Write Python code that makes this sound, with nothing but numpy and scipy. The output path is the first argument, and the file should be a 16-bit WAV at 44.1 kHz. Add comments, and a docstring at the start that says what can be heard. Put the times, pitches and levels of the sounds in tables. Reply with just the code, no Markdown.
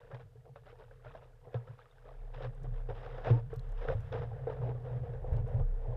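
"""Paddleboard driven onto a wave

Heard from a sealed camera on the deck, whose housing muffles it all. Water gurgles, fizzes and slaps
under the hull, which knocks, booms and flexes as the board gathers speed. The nose slams down once,
trapped air rings, and spray ticks on the housing."""
import sys
import numpy as np
from scipy import signal
from scipy.io import wavfile
from scipy.ndimage import uniform_filter1d

SR = 44100
rng = np.random.default_rng(int(sys.argv[2]) if len(sys.argv) > 2 else 0)


def wav_record(signal):
    """Record a signal, one row per channel, as 16-bit PCM in the file named by sys.argv[1]."""
    frames = np.transpose(np.atleast_2d(signal))
    bounded = np.clip(frames, -1, 1)
    # unit amplitude maps onto the largest positive 16-bit level
    quanta = np.round(bounded * 32767).astype(np.int16)
    wavfile.write(sys.argv[1], SR, quanta)


N = 262968
TIME = np.arange(N) / SR

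# tone of the microphone hiss: f/Hz, relative level/dB
HISS_EQ = [(100, 6), (1000, 10), (3000, 7), (6000, 1.5), (9000, 0.5), (12500, -2), (15000, -4.5)]
# what the deck and the housing let through: f/Hz, gain/dB
DECK_EQ = [(200, -13.5), (330, -19), (470, 4.5), (570, -7), (750, -8.5), (870, -12.5), (1680, -17),
           (2250, -30), (3750, -35.5), (4250, -46.5), (5100, -43.5), (6600, -53.5), (14000, -81.5)]
# wash along the hull, building with speed: t/s, level/dB, brightness/dB
WASH_BED = [(0.0, -59.5, 4), (0.3, -71, -1), (0.52, -72.5, -3), (0.7, -67, 7.5), (1.3, -66.5, 0.5),
            (1.38, -71, 3.5), (1.62, -62, 3), (1.92, -70.5, 10.5), (2.3, -61, 1), (2.85, -61.5, 2),
            (3.2, -54.5, 4), (3.45, -67, 6), (3.7, -57.5, 3), (4.09, -59, 8), (4.29, -57, 1.5),
            (4.58, -49, -6.5), (4.8, -56.5, -1.5), (5.4, -53.5, -7.5), (5.72, -57.5, -3), (5.96, -47, -8.5)]
# water thrown against the hull by paddle and chop: t/s, length/s, level/dB, brightness/dB
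WATER_SURGES = [(0.03, 0.1, -61.5, -6), (0.102, .03, -52.5, 2), (0.136, 0.026, -50, 6),
                (0.188, 0.027, -55.5, 7.5), (0.444, 0.049, -56.5, -24), (0.555, 0.017, -58.5, 12),
                (0.653, 0.067, -60.5, 11.5), (0.78, 0.058, -56.5, 5), (0.9, 0.14, -72, -3),
                (1.038, .08, -58, 10), (1.134, 0.043, -54.5, 7.5), (1.206, 0.048, -59.5, 7),
                (1.431, 0.082, -58, -9), (1.525, 0.048, -54, 5.5), (1.664, 0.044, -56, 1.5),
                (1.778, 0.044, -65.5, 13), (2.039, 0.1, -55.5, -0.5), (2.223, 0.019, -60, -7),
                (2.331, 0.12, -58, 13), (2.414, 0.046, -46.5, 8.5), (2.64, 0.013, -49, -4),
                (2.729, 0.083, -56, 2.5), (2.884, 0.03, -41.5, -1.5), (2.94, 0.12, -55.5, 10),
                (3.019, 0.33, -52.5, 5.5), (3.239, 0.031, -40, 4.5), (3.262, 0.048, -37, 3),
                (3.32, 0.078, -47.5, 0), (3.416, 0.026, -62.5, -9), (3.496, 0.059, -58, 7.5),
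                (3.767, 0.063, -59, 14), (3.805, 0.055, -45, 1.5), (3.87, 0.062, -40, 1),
                (4.116, 0.077, -40, 0), (4.207, 0.033, -41, -2), (4.313, 0.087, -53, -9),
                (4.467, 0.038, -43, -7), (4.496, 0.042, -46, -1), (4.608, 0.11, -44, -7.5),
                (4.838, 0.14, -48.5, -4.5), (5.03, 0.076, -48, -9), (5.12, 0.052, -51, -4),
                (5.26, 0.071, -48, -10), (5.311, 0.092, -47.5, -4), (5.458, 0.13, -47, -7),
                (5.594, 0.022, -45.5, -12), (5.835, 0.15, -53, -22)]
# single plips close by: t/s, level/dB, f/Hz
CLOSE_PLIPS = [(0.559, -52, 1270), (0.91, -58, 1640), (1.0667, -52, 1380), (1.1103, -55, 1240),
               (1.5313, -58, 1640), (1.574, -56, 1460), (1.791, -50.5, 1240), (1.824, -66, 3420),
               (1.8565, -53, 1200), (1.911, -65, 3560), (1.983, -58, 1510), (2.0897, -53.5, 1130),
               (3.886, -36.5, 1440)]
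# drops on the housing: t/s, splat level/dB, f/Hz, rise/s, ring level/dB
HOUSING_DROPS = [(2.546, -72, 7900, .0033, -72), (2.628, -64.5, 5860, .0057, -90),
                 (3.539, -62, 6500, 0.0013, -83), (3.558, -59, 4900, 0.0033, -81),
                 (3.5627, -56, 12500, 0.00075, -67), (3.594, -57, 3860, 0.0015, -51),
                 (3.69, -68, 6000, 0.0018, -85), (3.72, -63, 6000, 0.0012, -69),
                 (4.006, -62, 8400, 0.00082, -80), (5.327, -68.5, 10400, 0.0047, -71),
                 (5.367, -56.5, 3200, 0.0016, -56), (5.472, -71, 8420, 0.0068, -86)]
# air squeezed under the nose: t/s, length/s, level/dB, start f/Hz, middle f/Hz, end f/Hz
AIR_POCKETS = [(3.258, 0.032, -36, 552, 666, 800), (3.268, 0.026, -44, 476, 476, 460),
               (3.296, .034, -36.5, 388, 361, 352), (3.295, 0.032, -36, 261, 237.4, 230),
               (3.318, 0.047, -44.5, 800, 892, 906), (3.322, 0.038, -49, 482, 485, 470),
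               (3.326, 0.057, -43, 260, 297, 325), (3.362, 0.049, -51, 963, 935, 890)]
# slaps on the hull: t/s, ring level/dB, trapped air f/Hz, ring t60/s, crack level against the ring/dB
HULL_SLAPS = [(0.113, -44.5, 537, 0.14, -3), (0.149, -56, 760, 0.037, 9), (0.355, -54, 430, .09, -16),
              (0.455, -53.5, 457, 0.11, -5.5), (0.559, -47.5, 551, 0.081, 0.5),
              (0.665, -50, 580, 0.065, -13), (0.726, -48, 476, 0.071, -16), (0.805, -50, 605, 0.039, -17),
              (0.912, -51.5, 525, 0.057, -1), (1.059, -46.5, 602, 0.092, -9), (1.149, -41, 642, .06, -13),
              (1.47, -45, 460, .05, -25), (1.543, -29.5, 489, 0.045, -12), (2.345, -50, 497, 0.073, 9.5),
              (2.381, -44.5, 560, 0.094, -12), (2.405, -36.5, 514, .04, -16), (2.445, -39, 515, 0.12, -7),
              (2.642, -39.5, 430, 0.015, -11.5), (2.889, -35.5, 408, 0.011, -17),
              (2.904, -39.5, 523, 0.11, -24), (3.063, -39, 491, 0.045, -1), (3.144, -45.5, 496, 0.11, -22),
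              (3.181, -35.5, 496, 0.04, -6), (3.247, -35, 600, 0.055, -2), (3.269, -28, 468, .12, -11),
              (3.302, -31.5, 440, 0.019, 0.5), (3.529, -34, 440, 0.064, -21), (3.85, -32, 495, 0.061, -15),
              (3.885, -31.5, 463, 0.11, -0.5), (3.9, -31, 512.5, 0.14, -6), (4.125, -32.5, 486, 0.036, -4),
              (4.148, -32, 479, .12, -16), (4.315, -44.5, 770, 0.056, -12), (4.47, -27, 466, 0.064, -18),
              (4.499, -33, 522, .04, -11), (4.566, -40, 507, 0.019, -12), (4.615, -39.5, 517, 0.03, -11),
              (4.692, -35.5, 410, 0.023, -11), (4.749, -41.5, 503, 0.066, -19),
              (4.862, -40, 492, 0.16, -13), (5.032, -39, 497, 0.056, -22), (5.135, -40, 501, .056, -12),
              (5.243, -35, 481, 0.046, -28), (5.596, -34, 496, 0.025, -14.5)]
# modes of the hull: f/Hz, level against the slap/dB, t60/s
HULL_MODES = [(244, -29.5, 0.013), (460, -20, 0.42), (713.5, -13.5, 0.062), (1330, -28, 0.058)]
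# slow bending of the whole board: t/s, level/dB
BOARD_FLEX = [(0.0, -56), (0.4, -70), (0.8, -58.5), (1.24, -58), (1.86, -68), (2.22, -42), (2.52, -46.5),
              (2.74, -35), (3.04, -45), (3.35, -42.5), (3.47, -49.5), (3.7, -35.5), (3.9, -37.5),
              (4.02, -49.5), (5.05, -51), (5.34, -34.5), (5.53, -44.5), (5.61, -27.5), (5.96, -40.5)]
# steady shaking by the chop: t/s, boom level/dB, buffeting level/dB
CHOP_SHAKE = [(0.0, -62.5, -68), (1.25, -61, -64), (1.87, -69, -75.5), (2.1, -61, -66), (2.6, -53, -61),
              (3.15, -50, -58.5), (3.55, -47, -53), (3.78, -57.5, -54), (3.95, -48, -43), (4.4, -44, -48.5),
              (4.8, -42.5, -53), (5.05, -45.5, -47.5), (5.55, -46.5, -42.5), (5.76, -55.5, -49.5),
              (5.96, -46, -46)]
# heaves of chop that keep the hull booming: t/s, length/s, level/dB
CHOP_HEAVES = [(0.202, 0.061, -55), (0.338, 0.044, -58.5), (0.473, 0.052, -54.5), (1.048, 0.062, -53),
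               (1.652, 0.062, -50), (2.33, 0.033, -51), (2.41, 0.071, -42), (2.608, 0.099, -42.5),
               (2.874, 0.037, -40.5), (3.26, .03, -34.5), (3.42, 0.038, -46), (3.872, .09, -42),
               (4.13, 0.076, -40), (4.585, .12, -37), (4.898, .12, -39), (5.305, 0.11, -35),
               (5.533, 0.069, -35), (5.867, 0.034, -40)]
# heavy blows on the hull: t/s, level/dB, f/Hz, t60/s
HULL_BLOWS = [(0.1262, -38.5, 122.2, 0.24), (1.47, -47, 121, 0.077), (1.545, -29, 119, 0.22),
              (2.956, -40.5, 124, 0.087), (3.302, -16.5, 116.5, 0.25), (3.565, -34, 117.5, 0.11),
              (3.946, -27, 105.6, 0.11), (4.341, -40, 118, 0.088), (4.958, -29.5, 118, .12),
              (5.088, -33, 123, 0.2), (5.319, -22.5, 73, 0.04), (5.389, -27, 102, .1),
              (5.54, -25, 109, 0.099), (5.606, -24.5, 99.4, 0.066)]


def amp(db):
    """Decibels to gain."""
    return 10 ** (np.asarray(db) / 20)


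def unit_rms(x):
    """Scales to rms 1."""
    return x / np.sqrt(np.mean(x ** 2) + 1e-20)


def steadied(x, seconds):
    """Rides the rms to 1 over the given time, keeping all faster detail."""
    size = max(int(seconds * SR), 8)
    power = uniform_filter1d(uniform_filter1d(x ** 2, size), size)
    return x / np.sqrt(abs(power) + 1e-6 * np.mean(x ** 2))


def automation(rows):
    """Each dB column of a timed table as a curve over the whole scene."""
    times, *columns = np.transpose(rows)
    return [np.interp(TIME, times, column) for column in columns]


def add(mix, start, sound):
    """Mixes a sound in at start, in seconds."""
    part = mix[max(round(start * SR), 0):][:len(sound)]
    part += sound[:len(part)]


def band(x, lo_hz, hi_hz, order=3):
    """Causal band-pass."""
    return signal.sosfilt(signal.butter(order, [lo_hz, hi_hz], "band", fs=SR, output="sos"), x)


def eq(x, points, size=4096):
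    """Minimum-phase EQ through the given (Hz, dB) points."""
    hz, db = np.transpose(points)
    bin_hz = abs(np.fft.fftfreq(size, 1 / SR)) + 1
    log_gain = np.log(amp(np.interp(np.log(bin_hz), np.log(hz), db)))
    taps = np.fft.ifft(np.exp(np.conj(signal.hilbert(log_gain)))).real
    return signal.oaconvolve(x, taps[:size // 2])[:len(x)]


def noise(samples=N):
    """White noise."""
    return rng.standard_normal(samples)


def decay(t, t60):
    """Falls by 60 dB in t60."""
    return np.exp(-np.log(1000) * t / t60)


def swell(length, rise_s, sag_db, t60):
    """Envelope that rises, sags while held (a negative sag grows), then dies away."""
    t = np.arange(int((length + t60) * SR)) / SR
    held = np.minimum(t / rise_s, 1) * amp(-sag_db * np.minimum(t / length, 1))
    return held * decay(np.maximum(t - length, 0), t60)


def ring(hz, t60, rise=0., attack=0.00017):
    """A damped tone whose pitch climbs by the fraction rise as it dies."""
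    t = np.arange(int(t60 * SR) + 8) / SR
    shape = (1 - np.exp(-(t / attack) ** 2)) * decay(t, t60)
    return shape / shape.max() * np.sin(2 * np.pi * hz * t * (1 + rise * t / t60 / 2))


def impacts(per_s, spread_db):
    """Random clicks, mostly small, with a few louder ones as the spread widens."""
    at = np.flatnonzero(rng.random(N, dtype=np.float32) * SR < per_s)
    train = np.zeros(N)
    train[at] = rng.choice([-1, 1], len(at)) * amp(spread_db * np.minimum(rng.exponential(1, len(at)), 4))
    return train


def bubbles(density, spread_db, cycles, rise, sizes=40):
    """Bubbles of many sizes, each ringing for the given cycles; small, high ones are more common."""
    out = np.zeros(N)
    for hz in np.geomspace(380, 5000, sizes):
        tone = ring(hz * rng.uniform(1.0, 1.03), cycles / hz, rise, attack=.5 / hz)
        births = impacts(density / sizes * hz / 1500, spread_db)
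        out += signal.oaconvolve(births, tone)[:N] * np.sqrt(hz)
    return unit_rms(out)


def hiss():
    """The microphone lays a faint, steady noise floor."""
    return amp(-81.5) * unit_rms(eq(noise(), HISS_EQ))


def water_gain(bright_share):
    """Fader for one water band: wash and surges add in power, each with a share of its brightness."""
    wash_db, wash_bright_db = automation(WASH_BED)
    power = amp(wash_db + bright_share * wash_bright_db) ** 2
    for start, length, db, bright_db in WATER_SURGES:
        surge = swell(length, rise_s=0.011, sag_db=2, t60=0.097)
        add(power, start, (amp(db + bright_share * bright_db) * surge) ** 2)
    return np.sqrt(power)


def water(gurgle_gain, splash_gain, fizz_gain):
    """Clumps of bubbles and droplets strike the hull and come muffled through the deck."""
    churn = np.interp(TIME, [0, 2.2, 3.2, 5.96], [.35, .45, 1.3, 2.0])  # water breaks up with speed
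    lumps = unit_rms(band(noise(), 25, 110, order=1))
    clumps = amp(1.4 / np.sqrt(churn) * lumps)  # slow water is lumpier
    bubbling = bubbles(density=1600 * churn, spread_db=1.5, cycles=28.4, rise=0.23)
    droplets = amp(1.5) * unit_rms(impacts(per_s=3000 * churn, spread_db=3.0))
    foam = amp(-5.5) * churn * noise()
    muffled = eq((bubbling + droplets + foam) * clumps, DECK_EQ)
    gurgle = steadied(band(muffled, 160, 935), 0.022) * gurgle_gain
    deck_note = steadied(band(muffled, 261, 266, order=2), 0.057) * gurgle_gain * amp(-22)
    splash = steadied(band(muffled, 851, 2260), 0.056) * splash_gain * amp(-7.5)
    fizz = steadied(band(muffled, 2250, 9600), 0.062) * fizz_gain * amp(-20.5)
    return gurgle + deck_note + splash + fizz


def trickle(splash_gain, until_s=3.0):
    """Drips from the blade each ring one small bubble, fading out as the calm water ends."""
    drips = bubbles(density=120, spread_db=3.0, cycles=62, rise=.2)
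    muffled = unit_rms(band(eq(drips, DECK_EQ), 1200, 6000, order=2))
    calm = np.clip(1 - (TIME / until_s) ** 4, 0, 1)
    return amp(-17) * calm * splash_gain * muffled


def spray(start_s=3.9):
    """A short shower of tiny droplets patters on the housing after the nose slams down."""
    shower = np.zeros(N)
    add(shower, start_s, swell(length=.2, rise_s=.02, sag_db=5.5, t60=.15))
    patter = unit_rms(band(impacts(per_s=260, spread_db=0), 3500, 11000, order=1))
    return amp(-85) * shower * patter


def drops():
    """Single drops of spray splat on the housing, and their tiny bubbles ring."""
    out, t = np.zeros(N), np.arange(SR // 25) / SR
    for start, splat_db, hz, rise_s, ring_db in HOUSING_DROPS:
        envelope = (t / rise_s) ** 2 * np.exp(-2 * t / rise_s)
        splat = band(noise(len(t)), hz * .7, hz * 1.3, order=1) * envelope
        add(out, start, amp(splat_db) * splat / abs(splat).max())
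        add(out, start, amp(ring_db) * ring(hz, t60=2 * rise_s, rise=0.11, attack=rise_s))
    return out


def plips():
    """A falling drop ticks on the surface and pinches off one bubble, which chirps upward."""
    out, t = np.zeros(N), np.arange(SR // 40) / SR
    for start, db, hz in CLOSE_PLIPS:
        burst = noise(len(t)) * decay(t, 0.0081)
        tick = band(eq(burst, DECK_EQ), 690, 5000, order=2)
        add(out, start, amp(db) * tick / abs(tick).max())
        add(out, start, amp(db) * ring(hz, t60=0.029, rise=0.15, attack=0.00081))
    return out


def pockets():
    """Large air pockets swell and glide in pitch as the hull squeezes them."""
    out = np.zeros(N)
    for start, length, db, *glide_hz in AIR_POCKETS:
        progress = np.linspace(0, 1, int(length * SR))
        hz = np.interp(progress, [0, .5, 1], glide_hz)
        tone = np.sin(2 * np.pi * np.cumsum(hz) / SR)
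        flutter = 1 + 0.041 * unit_rms(band(noise(len(tone)), 40, 160, order=1))
        add(out, start, amp(db) * flutter * np.sin(np.pi * progress) * tone)
    return out


def slaps():
    """Each slap cracks on the hull, rings its modes and traps air that sheds smaller bubbles."""
    out, t = np.zeros(N), np.arange(SR // 8) / SR
    for start, db, hz, t60, crack_db in HULL_SLAPS:
        burst = noise(len(t)) * (decay(t, .02) + amp(-13) * decay(t, .08))
        crack = band(eq(burst, DECK_EQ), 960, 5800, order=2)
        add(out, start, amp(db + crack_db) * crack / abs(crack).max())
        add(out, start, amp(db) * ring(hz, t60, rise=0.14, attack=0.0012))  # the trapped air
        for mode_hz, mode_db, mode_t60 in HULL_MODES:
            add(out, start, amp(db + mode_db) * ring(mode_hz, mode_t60, attack=0.002))
        for lateness, smallness in rng.random(size=(3, 2)):
            ratio = 1.3 + 1.6 * smallness  # smaller bubbles are higher, shorter and fainter
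            bubble = ring(hz * ratio, t60=0.16 / ratio, rise=0.036, attack=.001) / ratio
            add(out, start + 0.00276 + .022 * lateness, amp(db - 16) * bubble)
    return band(out, 260, 9000, order=2)


def chop_gains():
    """Faders for boom and buffeting: steady shaking and single heaves add in power."""
    boom_db, buffet_db = automation(CHOP_SHAKE)
    power = np.zeros(N)
    for start, length, db in CHOP_HEAVES:
        add(power, start, (amp(db) * swell(length, rise_s=0.014, sag_db=-2, t60=0.28)) ** 2)
    heave = np.sqrt(power)
    return np.hypot(amp(boom_db), heave), np.hypot(amp(buffet_db), heave * amp(-13))


def board():
    """The low end: chop booms and buffets the hull, the deck thuds and the whole board bends."""
    boom_gain, buffet_gain = chop_gains()
    flex_gain = amp(automation(BOARD_FLEX)[0])
    resonance = band(noise(), 118.3, 127.1, order=1)
    boom = steadied(band(resonance, 92, 152, order=2), 0.098) * boom_gain
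    buffet = steadied(band(noise(), 50, 108), 0.041) * buffet_gain
    flex = steadied(band(noise(), 30.5, 34, order=2), 0.08) * flex_gain
    thud = steadied(band(noise(), 170, 300, order=2), 0.067) * boom_gain * amp(-25.5)
    return thud + band(boom, 88, 175, order=2) + band(buffet, 27, 190) + band(flex, 15, 42, order=2)


def blows():
    """Heavy hits set the hull booming, and the deck rings with it; the hardest is the nose slam."""
    out = np.zeros(N)
    for start, db, hz, t60 in HULL_BLOWS:
        add(out, start, amp(db) * ring(hz, t60, attack=0.0097))
        add(out, start, amp(db - 31) * ring(hz=252, t60=t60 / 2, attack=0.0049))  # the deck
    octave = band(out ** 2, 260, 500, order=2)  # the air cushion stiffens when squeezed hard
    return out - octave


def scene():
    """Mono mix of water, hull and spray over a faint hiss."""
    gurgle_gain, splash_gain, fizz_gain = (water_gain(bright_share) for bright_share in (0, 0.62, 1))
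    bed = hiss() + water(gurgle_gain, splash_gain, fizz_gain)
    water_detail = slaps() + plips() + trickle(splash_gain) + pockets()
    hull = board() + blows()
    return (bed + water_detail + hull + drops() + spray())[None]


def record(dry):
    """Short fades at both ends, then the camera's band limit."""
    faded = dry * signal.windows.tukey(N, .002)
    lowpass = signal.firwin(511, cutoff=14750, window=("kaiser", 9), fs=SR)
    return signal.oaconvolve(faded, lowpass[None], "same")


dry = scene()
out = record(dry)
wav_record(out)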